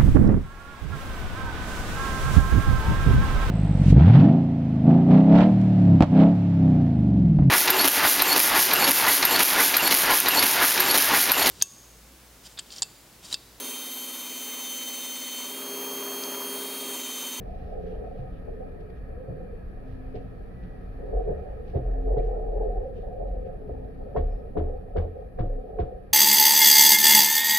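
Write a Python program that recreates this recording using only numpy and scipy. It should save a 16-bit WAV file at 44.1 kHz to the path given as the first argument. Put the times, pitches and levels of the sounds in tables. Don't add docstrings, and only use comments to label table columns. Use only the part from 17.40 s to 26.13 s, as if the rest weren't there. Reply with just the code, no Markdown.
import sys
import numpy as np
from scipy import signal
from scipy.fft import rfft, irfft, next_fast_len
from scipy.io import wavfile
from scipy.ndimage import uniform_filter1d

SR = 44100
rng = np.random.default_rng(int(sys.argv[2]) if len(sys.argv) > 2 else 0)


def bounce(signal):
    frames = np.transpose(np.atleast_2d(signal))
    limited = np.clip(frames, -1, 1)
    pcm = np.round(limited * 32767).astype(np.int16)
    wavfile.write(sys.argv[1], SR, pcm)


N = 384993
T = np.arange(N) / SR


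def from_db(db):
    return 10 ** (np.asarray(db) / 20)


def rms_one(x):
    return x / np.sqrt(np.mean(x ** 2) + 1e-20)


def automation(rows):
    return np.interp(T, *np.transpose(rows))


def at_hz(points, hz):
    knots, values = np.transpose(points)
    return np.interp(np.log(hz + 1e-6), np.log(knots), values)


def cut(x, hz, kind, order=2):
    return signal.sosfilt(signal.butter(order, hz, kind, fs=SR, output="sos"), x + 1e-18)


def drift(rate_hz):
    hop, run_in = 40, 2000
    knots = cut(rng.standard_normal(N // hop + run_in + 2), hop * rate_hz, "low")[run_in:]
    return np.interp(np.arange(N) / hop, np.arange(len(knots)), rms_one(knots))


def resonate(x, hz, width):
    r = np.exp(-np.pi * width / SR)
    poles = [1, -2 * r * np.cos(2 * np.pi * hz / SR), r * r]
    return signal.lfilter((1 - r * r) / 2 * np.array([1, 0, -1]), poles, x + 1e-18)


def add(out, s, sound):
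    start = max(round(s * SR), 0)
    part = out[..., start:start + sound.shape[-1]]
    part += sound[..., :part.shape[-1]]


def swell(rise_s, t60):
    attack = np.sin(np.pi / 2 * np.clip(T[:SR] / rise_s, 0, 1)) ** 2
    return attack * np.exp(-np.log(1000) * np.maximum(T[:SR] - rise_s, 0) / t60)


def contact(rise_s, t60, tail_db, tail_t60):
    return np.hypot(swell(rise_s, t60), from_db(tail_db) * swell(2 * rise_s, tail_t60))


def burst(s, db, **shape):
    out = np.zeros(N)
    add(out, s, from_db(db) * contact(**shape))
    return out


def held(s, length, attack_s, release_s):
    return np.clip(np.minimum((T - s) / attack_s, (s + length - T) / release_s) + .5, 0, 1)


# f/Hz, left-right correlation
CORRELATION = [(30, 0.91), (60, 0.98), (130, 0.64), (290, 0.16), (600, 0.041), (15000, 0.059)]
def noise(spectrum):
    size = next_fast_len(N)
    hz = np.arange(size // 2 + 1) * SR / size
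    mid, side = rfft(rng.standard_normal((2, size)))
    alike = np.clip(at_hz(CORRELATION, hz), -1, 1)
    rolloff = 1 / (1 + (hz / spectrum[-1][0] / 2) ** 4)
    pair = np.sqrt(1 + alike) * mid + np.sqrt(1 - alike) * side * [[1], [-1]]
    return rms_one(irfft(pair * rolloff * from_db(at_hz(spectrum, hz)), size)[:, :N])


def near(pair, spread_db):
    mid, side = (pair[0] + pair[1]) / 2, (pair[0] - pair[1]) / 2
    return rms_one(mid + from_db(spread_db) * side * [[1], [-1]])


def walls(x, echo_db):
    out = x.copy()
    for channel in range(2):
        for delay in rng.uniform(0.0048, 0.015, size=4):
            add(out[channel], delay, from_db(echo_db) * x[channel])
    return out


# f/Hz, relative level/dB
RUMBLE_SPECTRUM = [(12, -15), (26, 0), (33, -5), (44, 1.5), (62, -3), (85, -9), (120, -10.5), (150, -17.5),
                   (180, -10), (220, -16.5), (320, -21.5), (480, -25.5), (750, -26), (1100, -59)]
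# t/s, level/dB
RUMBLE_FADER = [(0, -38), (2.1, -40), (3.2, -39), (4.5, -39), (6.3, -38), (8.73, -44)]
# crest t/s, length/s, level/dB, f/Hz
MACHINE_SWELLS = [(0.5, 0.45, -43.5, 178.6), (1.13, 1, -57.5, 264), (2.67, 0.9, -45.5, 260.8),
                  (2.98, 1, -45, 121.3), (3.24, 0.3, -47, 180), (3.643, 0.58, -52, 264),
                  (4.627, 0.48, -41, 265.4), (5.84, 0.29, -54.5, 265.3), (6.38, 0.78, -45.5, 264.4),
                  (6.872, 0.35, -50.5, 264), (7.22, 0.35, -44.5, 266.6), (8.147, 0.49, -45.5, 265)]
def machinery(hum_hz=264, hum_db=-61, waver_hz=3, flutter_db=2):
    waver, flutter = waver_hz * drift(25), from_db(flutter_db * drift(15))
    hum = lambda hz: flutter * np.sin(2 * np.pi * np.cumsum(hz + waver) / SR + np.array([[0], [.9]]))
    out = from_db(automation(RUMBLE_FADER)) * noise(RUMBLE_SPECTRUM) + from_db(hum_db) * hum(hum_hz)
    for s, length, db, hz in MACHINE_SWELLS:
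        gain = np.zeros(N)
        add(gain, s - length / 2, from_db(db) * np.hanning(round(length * SR)))
        out += gain * hum(hz)
    return out


def engines(drone_hz=26.9, start_db=-44, waver_hz=0.55):
    along_db = automation(RUMBLE_FADER)
    phase = 2 * np.pi * np.cumsum(drone_hz + waver_hz * drift(2)) / SR
    return np.sqrt(2) * from_db(start_db + along_db - along_db[0]) * np.sin(phase)


# t/s, relative level/dB
VENT_FADER = [(0, -63), (3.7, -62), (5.8, -67), (6.7, -65), (7.6, -68), (8.73, -67.5)]
# f/Hz, relative level/dB
AIR_SPECTRUM = [(600, -9.5), (1000, 1.5), (1500, -1.5), (2100, -6.5), (2800, -14), (4000, -18), (5600, -27),
                (7200, -32), (9000, -28.5)]
# f/Hz, width/Hz, relative level/dB
DUCT_MODES = [(1272, 115, 0.5), (1686, 240, -2.5), (1851, 91, -2), (2406, 280, -9.5), (4440, 380, -23.5)]
def ventilation():
    ducts = 0
    for hz, width, db in DUCT_MODES:
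        tone = resonate(resonate(rng.standard_normal((2, N)), hz, width), hz, width)
        ducts += from_db(db + 1.5 * drift(5)) * tone
    air = rms_one(walls(noise(AIR_SPECTRUM), echo_db=-9))
    return from_db(automation(VENT_FADER)) * (from_db(-3) * air + from_db(-0.13) * rms_one(ducts))


# t/s, length/s, level/dB, tilt/dB per octave, favoured f/Hz
HAND_SLIDES = [(0.0, 0.46, -45.5, 3, 735), (0.319, 0.39, -38.5, 2.5, 488), (0.693, 0.19, -43, 7, 486),
               (1.02, 0.51, -46, -7.5, 450), (1.697, 0.5, -44.5, -5.5, 520),
               (1.89, 0.083, -39.5, -7.5, 570), (3.598, 0.15, -38, -3.5, 570), (3.722, 0.14, -30.5, 1, 454),
               (3.763, 0.085, -36.5, 9, 755), (3.935, 0.35, -42.5, 11, 494), (4.439, 0.34, -38, 11, 430),
               (4.656, 0.071, -29, 2.5, 436), (4.707, 0.16, -31, 0.5, 436), (4.87, 0.59, -33, 9, 440),
               (5.207, 0.073, -25.5, 2, 466), (5.431, 0.73, -38.5, 2.5, 510.4), (5.788, 0.089, -33, 6, 597),
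               (6.2, 0.32, -43.5, 2.5, 477), (6.592, 0.52, -43.5, 7.5, 508), (7.213, 0.16, -36.5, -2, 510),
               (7.333, 0.28, -45.5, 5, 517), (7.743, 0.11, -39, 2, 490), (8.023, 0.57, -39.5, 5, 488)]
# t/s, level/dB
SKIN_CATCHES = [(1.084, -35.5), (1.21, -37.5), (2.004, -40), (2.755, -35), (7.653, -41)]
def hand(case_hz, rest_db=-50, rest_tilt=-1, catch_tilt=-2.5, favour_db=5.5, favour_octaves=.17):
    octaves = np.log2(case_hz / 441)
    power = np.full(N, from_db(rest_db) ** 2)
    colour = rest_tilt * octaves * power
    for s, length, db, tilt, hz in HAND_SLIDES:
        slide = (from_db(db) * held(s, length, attack_s=0.032, release_s=0.13)) ** 2
        favour = np.exp(-(np.log2(case_hz / hz) / favour_octaves) ** 2)
        power += slide
        colour += (tilt * octaves + favour_db * favour) * slide
    catches, rise_s = np.zeros(N), 0.022
    jolts = [(s, jolt_db) for s, *_, jolt_db in FOOTFALLS]
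    for s, db in SKIN_CATCHES + jolts:
        add(catches, s - rise_s, from_db(db) * swell(rise_s, t60=0.36))
    strength = np.hypot(np.sqrt(power) * from_db(1.2 * drift(14)), catches)
    colour_db = (colour + catch_tilt * octaves * catches ** 2) / (power + catches ** 2)
    return strength, colour_db


# f/Hz, width/Hz, relative level/dB
CASE_MODES = [(146, 75, -16), (343, 80, -13.5), (436.3, 39.3, 2), (516.7, 41.3, -0.5), (557, 66, -5.5),
              (727.3, 34, -4), (789, 85, -15.5)]
def case_rubbing():
    slips = rng.standard_normal((2, N)) * from_db(drift(70))
    strength, colour_db = hand(np.array(CASE_MODES)[:, :1])
    case = 0
    for k, (hz, width, db) in enumerate(CASE_MODES):
        gain = from_db(db + colour_db[k] + 2.38 * drift(5.46))
        case += (-1) ** k * gain * resonate(slips, hz, width)
    case = cut(cut(case, 846, "low", order=12), 110, "high")
    case /= np.sqrt(uniform_filter1d(np.mean(case ** 2, axis=0), size=SR // 20))
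    return from_db(-0.44) * strength * case


# t/s, relative level/dB
RUSTLE_FADER = [(0, -73.5), (1.0, -77), (1.7, -84.5), (2.6, -77.5), (8.73, -81)]
# t/s, length/s, level/dB
LIMB_SWISHES = [(.08, 0.37, -79), (.40, 0.16, -72), (1.385, 0.051, -72), (1.545, .06, -70),
                (2.42, 0.17, -75), (4.24, 0.14, -72), (4.76, 0.18, -76.5), (5.52, 0.12, -75),
                (6.8, 0.21, -87)]
# f/Hz, relative level/dB
FABRIC_SPECTRUM = [(1000, -5), (2600, 0.5), (3300, -4), (4200, -5), (5200, -9.5), (6300, -17),
                   (7400, -29.5), (10500, -21), (15000, -25)]
def clothes():
    slide = from_db(automation(RUSTLE_FADER) + 3)
    for s, length, db in LIMB_SWISHES:
        add(slide, s, from_db(db) * np.hanning(round(length * SR)))
    return slide * from_db(1.5 * drift(40)) * rms_one(walls(noise(FABRIC_SPECTRUM), echo_db=-6))


# t/s, length/s, level/dB, centre f/Hz
SOLE_DRAGS = [(.42, 0.22, -69.5, 2750), (0.722, 0.11, -77, 2700), (0.892, .14, -72, 2920),
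              (4.773, 0.029, -66, 3650), (4.778, 0.11, -68, 2170), (5.526, .1, -68.5, 2700),
              (5.572, 0.11, -76, 3500), (6.044, .05, -69, 2400)]
def sole_scrapes(width_hz=1200):
    out = np.zeros((2, N))
    for s, length, db, hz in SOLE_DRAGS:
        size = round(length * SR)
        flicks = rng.standard_normal((2, size)) * from_db(1.3 * drift(90)[:size])
        rasp = rms_one(resonate(resonate(flicks, hz, width_hz), hz, width_hz))
        add(out, s, from_db(db) * np.hanning(size) * rasp)
    return out


# t/s, rise/s, relative rasp/dB, relative bump/dB, bump f/Hz
LIGHT_CONTACTS = [(0.7781, 0.02, -73, -32, 119), (1.86, 0.058, -91, -31.5, 152),
                  (2.48, 0.02, -88, -35, 107), (2.75, 0.021, -65, -42, 112), (3.2275, .022, -74, -41, 180),
                  (3.8405, 0.017, -77, -45, 113), (4.275, 0.019, -71, -45, 113),
                  (7.614, 0.0089, -74, -40, 326), (7.995, 0.01, -72, -38.5, 304)]
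# f/Hz, relative level/dB
DECK_SPECTRUM = [(45, -1), (80, 1.5), (125, 0.5), (175, -6), (235, -14.5), (310, -7.5), (420, -11.5),
                 (600, -31.5)]
def soft_steps(bump_width_hz=37):
    rasp, bumps = np.zeros(N), np.zeros((2, N))
    deck = near(noise(DECK_SPECTRUM), spread_db=-6)
    for s, rise_s, rasp_db, bump_db, hz in LIGHT_CONTACTS:
        add(rasp, s - .012, from_db(rasp_db + 8) * swell(rise_s, t60=0.19))
        start = min(round(s * SR), N - SR)
        ring = rms_one(resonate(deck[:, start:start + SR], hz, bump_width_hz))
        add(bumps, s, from_db(bump_db - 3.5) * swell(rise_s, t60=0.36) * ring)
    return cut(rasp * noise(FABRIC_SPECTRUM), 4800, "low") * from_db(2.4 * drift(150)) + bumps


# t/s, length/s, level/dB, f/Hz
SHAKES = [(1.065, 0.15, -41.5, 36.1), (3.634, 0.051, -31, 34.55), (3.734, 0.1, -26, 41.1),
          (3.88, 0.044, -25, 42), (4.443, 0.46, -25, 40.18), (4.905, 0.43, -29.5, 40.7),
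          (5.351, 0.053, -24.5, 38.03), (5.776, 0.25, -31, 42.6), (6.784, .18, -28.5, 33),
          (7.217, 0.11, -28, 29.75), (7.547, 0.1, -28, 36.3), (8.01, 0.19, -28, 28.1),
          (8.36, 0.042, -33, 37.9)]
def judder():
    rate = automation([(s + length / 2, hz) for s, length, _, hz in SHAKES])
    phase = 2 * np.pi * np.cumsum(rate + 2 * drift(9.6)) / SR
    shaking = sum(from_db(db) * held(s, length, attack_s=0.089, release_s=0.06)
                  for s, length, db, _ in SHAKES)
    return shaking * from_db(2.3 * drift(14)) * np.sqrt(2) * np.sin(phase)


def clothing_tick():
    envelope = burst(s=1.5015, db=-53, rise_s=0.0005, t60=.014, tail_db=-13, tail_t60=0.2)
    return envelope * noise(SCUFF_SPECTRUM)


# t/s, length/s, start f/Hz, end f/Hz, level/dB, waver/Hz
THIN_WHINES_AND_SQUEAKS = [(1.502, 0.8, 4420, 4460, -87, 68), (3.074, 0.4, 1980, 1890, -63.5, 8),
                           (4.77, .032, 1860, 2020, -58, 60), (4.788, .028, 2320, 2440, -62, 60),
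                           (4.8, .18, 6500, 6430, -87, 30), (4.935, 0.037, 1325, 1360, -59.5, 15),
                           (6.89, 0.072, 5300, 5180, -76, 34), (6.93, .13, 5250, 5215, -84, 41)]
def whines_and_squeaks():
    out = np.zeros((2, N))
    for s, length, start_hz, end_hz, db, waver_hz in THIN_WHINES_AND_SQUEAKS:
        size = round(length * SR)
        hz = np.linspace(start_hz, end_hz, size) + waver_hz * drift(150)[:size]
        phase = 2 * np.pi * (np.cumsum(hz) / SR + np.array([[0], [1 / 8]]))
        envelope = from_db(db + 2.2 * drift(35)[:size]) * np.sqrt(np.hanning(size))
        add(out, s, envelope * np.sin(phase))
    return out


def strike(modes, rise_s):
    t, out = T[:SR // 2], 0
    for hz, db, t60 in modes:
        stereo_offset = 0.3 * rng.standard_normal((2, 1))
        detuned_hz = hz * (1 + .012 * rng.standard_normal())
        phase = 2 * np.pi * (detuned_hz * t + rng.random() + stereo_offset)
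        gain = from_db(db + 0.5 * rng.standard_normal((2, 1)))
        out += gain * swell(rise_s, t60)[:len(t)] * np.sin(phase)
    return out


def tread(hz):
    return swell(rise_s=0.016, t60=0.46) * np.sin(2 * np.pi * hz * T[:SR])


def tufts(per_s=420, decay_s=.002, spread_db=-1.5, smooth_bed=0.72):
    snaps = (rng.random(N) < per_s / SR) * from_db(spread_db * np.minimum(rng.exponential(1, N), 3))
    gain = smooth_bed + signal.lfilter([1], [1, -np.exp(-1 / (decay_s * SR))], snaps + 1e-18)
    gain = uniform_filter1d(gain, size=24)
    return gain / np.sqrt(uniform_filter1d(gain ** 2, size=SR // 60))


# t/s, heel knock/dB, edge slap/dB, scuff/dB,
# scuff cutoff f/Hz, tread thud/dB, tread f/Hz, deck boom/dB, jolt of the hand/dB
FOOTFALLS = [(3.885, -24, -76, -95, 5000, -33.5, 71.6, -33.5, -24),
             (4.35, -22.5, -74, -71.5, 3923, -34.5, 125.1, -27, -28),
             (4.766, -19, -59, -76.5, 5000, -47.5, 105.7, -32, -25.5),
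             (6.294, -26, -65, -85, 4000, -38, 68, -44, -39.5),
             (6.762, -20.5, -40.5, -65.5, 5150, -25.5, 66.5, -29.5, -23.5),
             (7.169, -16, -49, -67, 4060, -25, 76.6, -30, -25.5),
             (7.563, -22.5, -47, -64, 5330, -24, 82.2, -33, -25.5),
             (7.987, -20, -54, -70, 4820, -30.5, 106.4, -28, -37),
             (8.389, -16, -54, -66, 5700, -33, 66.8, -25.5, -30.5)]
# f/Hz, relative level/dB, t60/s
HEEL_RING = [(314, -12, 0.26), (428, -7, 0.12), (464, -18, 0.11), (516, -6.5, 0.15), (710.6, -5.5, 0.16),
             (710, -14, 0.44)]
# f/Hz, relative level/dB, t60/s
NOSING_RING = [(624, -7, 0.037), (965, 1, 0.047), (1118, -4.5, 0.11), (1286, -8, 0.053), (1420, -11, 0.062),
               (1800, -13.5, 0.19)]
# f/Hz, relative level/dB
SCUFF_SPECTRUM = [(700, -1.5), (1500, 12.5), (2300, 6.5), (3000, 2), (3700, 2), (4700, -5.5), (5500, -14.5),
                  (6200, -21), (7500, -26), (10500, -14), (15000, -31.5)]
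# f/Hz, width/Hz, gain/dB
SHOE_MODES = [(1095, 40, 2), (2210, 50, -4), (2900, 70, -6), (3720, 70, -3)]
def footfalls():
    knocks, slaps, scuff, boom = np.zeros((4, 2, N))
    pile = near(noise(SCUFF_SPECTRUM), spread_db=-4.5) * tufts()
    press = contact(rise_s=0.0086, t60=0.088, tail_db=-13, tail_t60=0.44)
    for s, heel_db, slap_db, scuff_db, cutoff_hz, thud_db, tread_hz, boom_db, _ in FOOTFALLS:
        add(knocks, s - .002, from_db(heel_db - 5.5) * strike(HEEL_RING, rise_s=0.0067))
        add(slaps, s - .001, from_db(slap_db + 5.5) * strike(NOSING_RING, rise_s=0.0014))
        add(knocks, s + 0.0061, from_db(thud_db + 3.5) * tread(tread_hz))
        patch = pile[:, round(s * SR) - SR:round(s * SR)]
        add(scuff, s, from_db(scuff_db + 10) * cut(press * patch, cutoff_hz, "low", order=4))
        boom += burst(s, boom_db + .5, rise_s=0.0096, t60=0.29, tail_db=-5, tail_t60=0.24)
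    boom *= near(noise(DECK_SPECTRUM), spread_db=-10)
    shoe = sum(from_db(db) * resonate(scuff, hz, width) for hz, width, db in SHOE_MODES)
    return knocks + boom + walls(slaps, echo_db=-19.5) + from_db(3.5) * walls(scuff + shoe, echo_db=-6)


# t/s, peak level/dB
FINGER_TAPS = [(4.352, -23), (4.386, -31), (4.799, -22), (6.295, -26.5), (7.789, -47), (7.992, -39),
               (8.044, -32)]
def finger_knocks(pitch_hz=540, width_hz=230):
    tap = cut(resonate(signal.unit_impulse(SR), pitch_hz, width_hz), 665, "low", order=8)
    out = np.zeros(N)
    for s, db in FINGER_TAPS:
        add(out, s - .002, from_db(db) * tap / np.abs(tap).max())
    return out


# t/s, relative click/dB, click cutoff f/Hz, pat delay/s, relative pat/dB
HEEL_AND_BALL = [(6.762, -34, 1610, 0.019, -51), (7.17, -38.5, 1700, 0.026, -44.5),
                 (7.565, -49, 2580, 0.021, -40), (7.988, -34.5, 1700, 0.024, -45),
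                 (8.387, -41, 3800, 0.028, -49)]
# f/Hz, relative level/dB
CLICK_SPECTRUM = [(700, 2.5), (1100, 5), (1600, -5), (2300, -16), (3700, -22), (4800, -32), (6000, -48)]
def heel_clicks():
    grit = from_db(1.8 * drift(300)) * near(noise(CLICK_SPECTRUM), spread_db=-13)
    out = np.zeros((2, N))
    for s, click_db, cutoff_hz, delay, pat_db in HEEL_AND_BALL:
        click = grit * burst(s - .001, click_db, rise_s=0.0011, t60=0.034, tail_db=-23, tail_t60=.1)
        pat = grit * burst(s + delay - .002, pat_db, rise_s=0.0018, t60=0.061, tail_db=-11, tail_t60=0.3)
        out += cut(cut(click, 440, "high"), cutoff_hz, "low", order=3)
        out += cut(pat, [400, 1900], "band")
    return walls(out, echo_db=-17)


def scene():
    feet = footfalls() + heel_clicks() + soft_steps() + sole_scrapes()
    ambience = machinery() + engines() + ventilation()
    handling = case_rubbing() + finger_knocks() + judder()
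    return feet + ambience + handling + clothing_tick() + clothes() + whines_and_squeaks()


# f/Hz, relative level/dB
HISS_SPECTRUM = [(6500, -13.5), (8300, -15.5), (9900, 2), (10900, -1), (11700, -4), (12350, 4),
                 (13400, -13), (14050, -9), (15000, -5.5), (15700, -17)]
def record(dry):
    hiss_db, fade_db_per_s = -81.5, 0.1
    hiss = from_db(hiss_db - fade_db_per_s * (T - T.mean())) * noise(HISS_SPECTRUM)
    return cut(dry + hiss, 15200, "low", order=20)


dry = scene()
out = record(dry)
bounce(out)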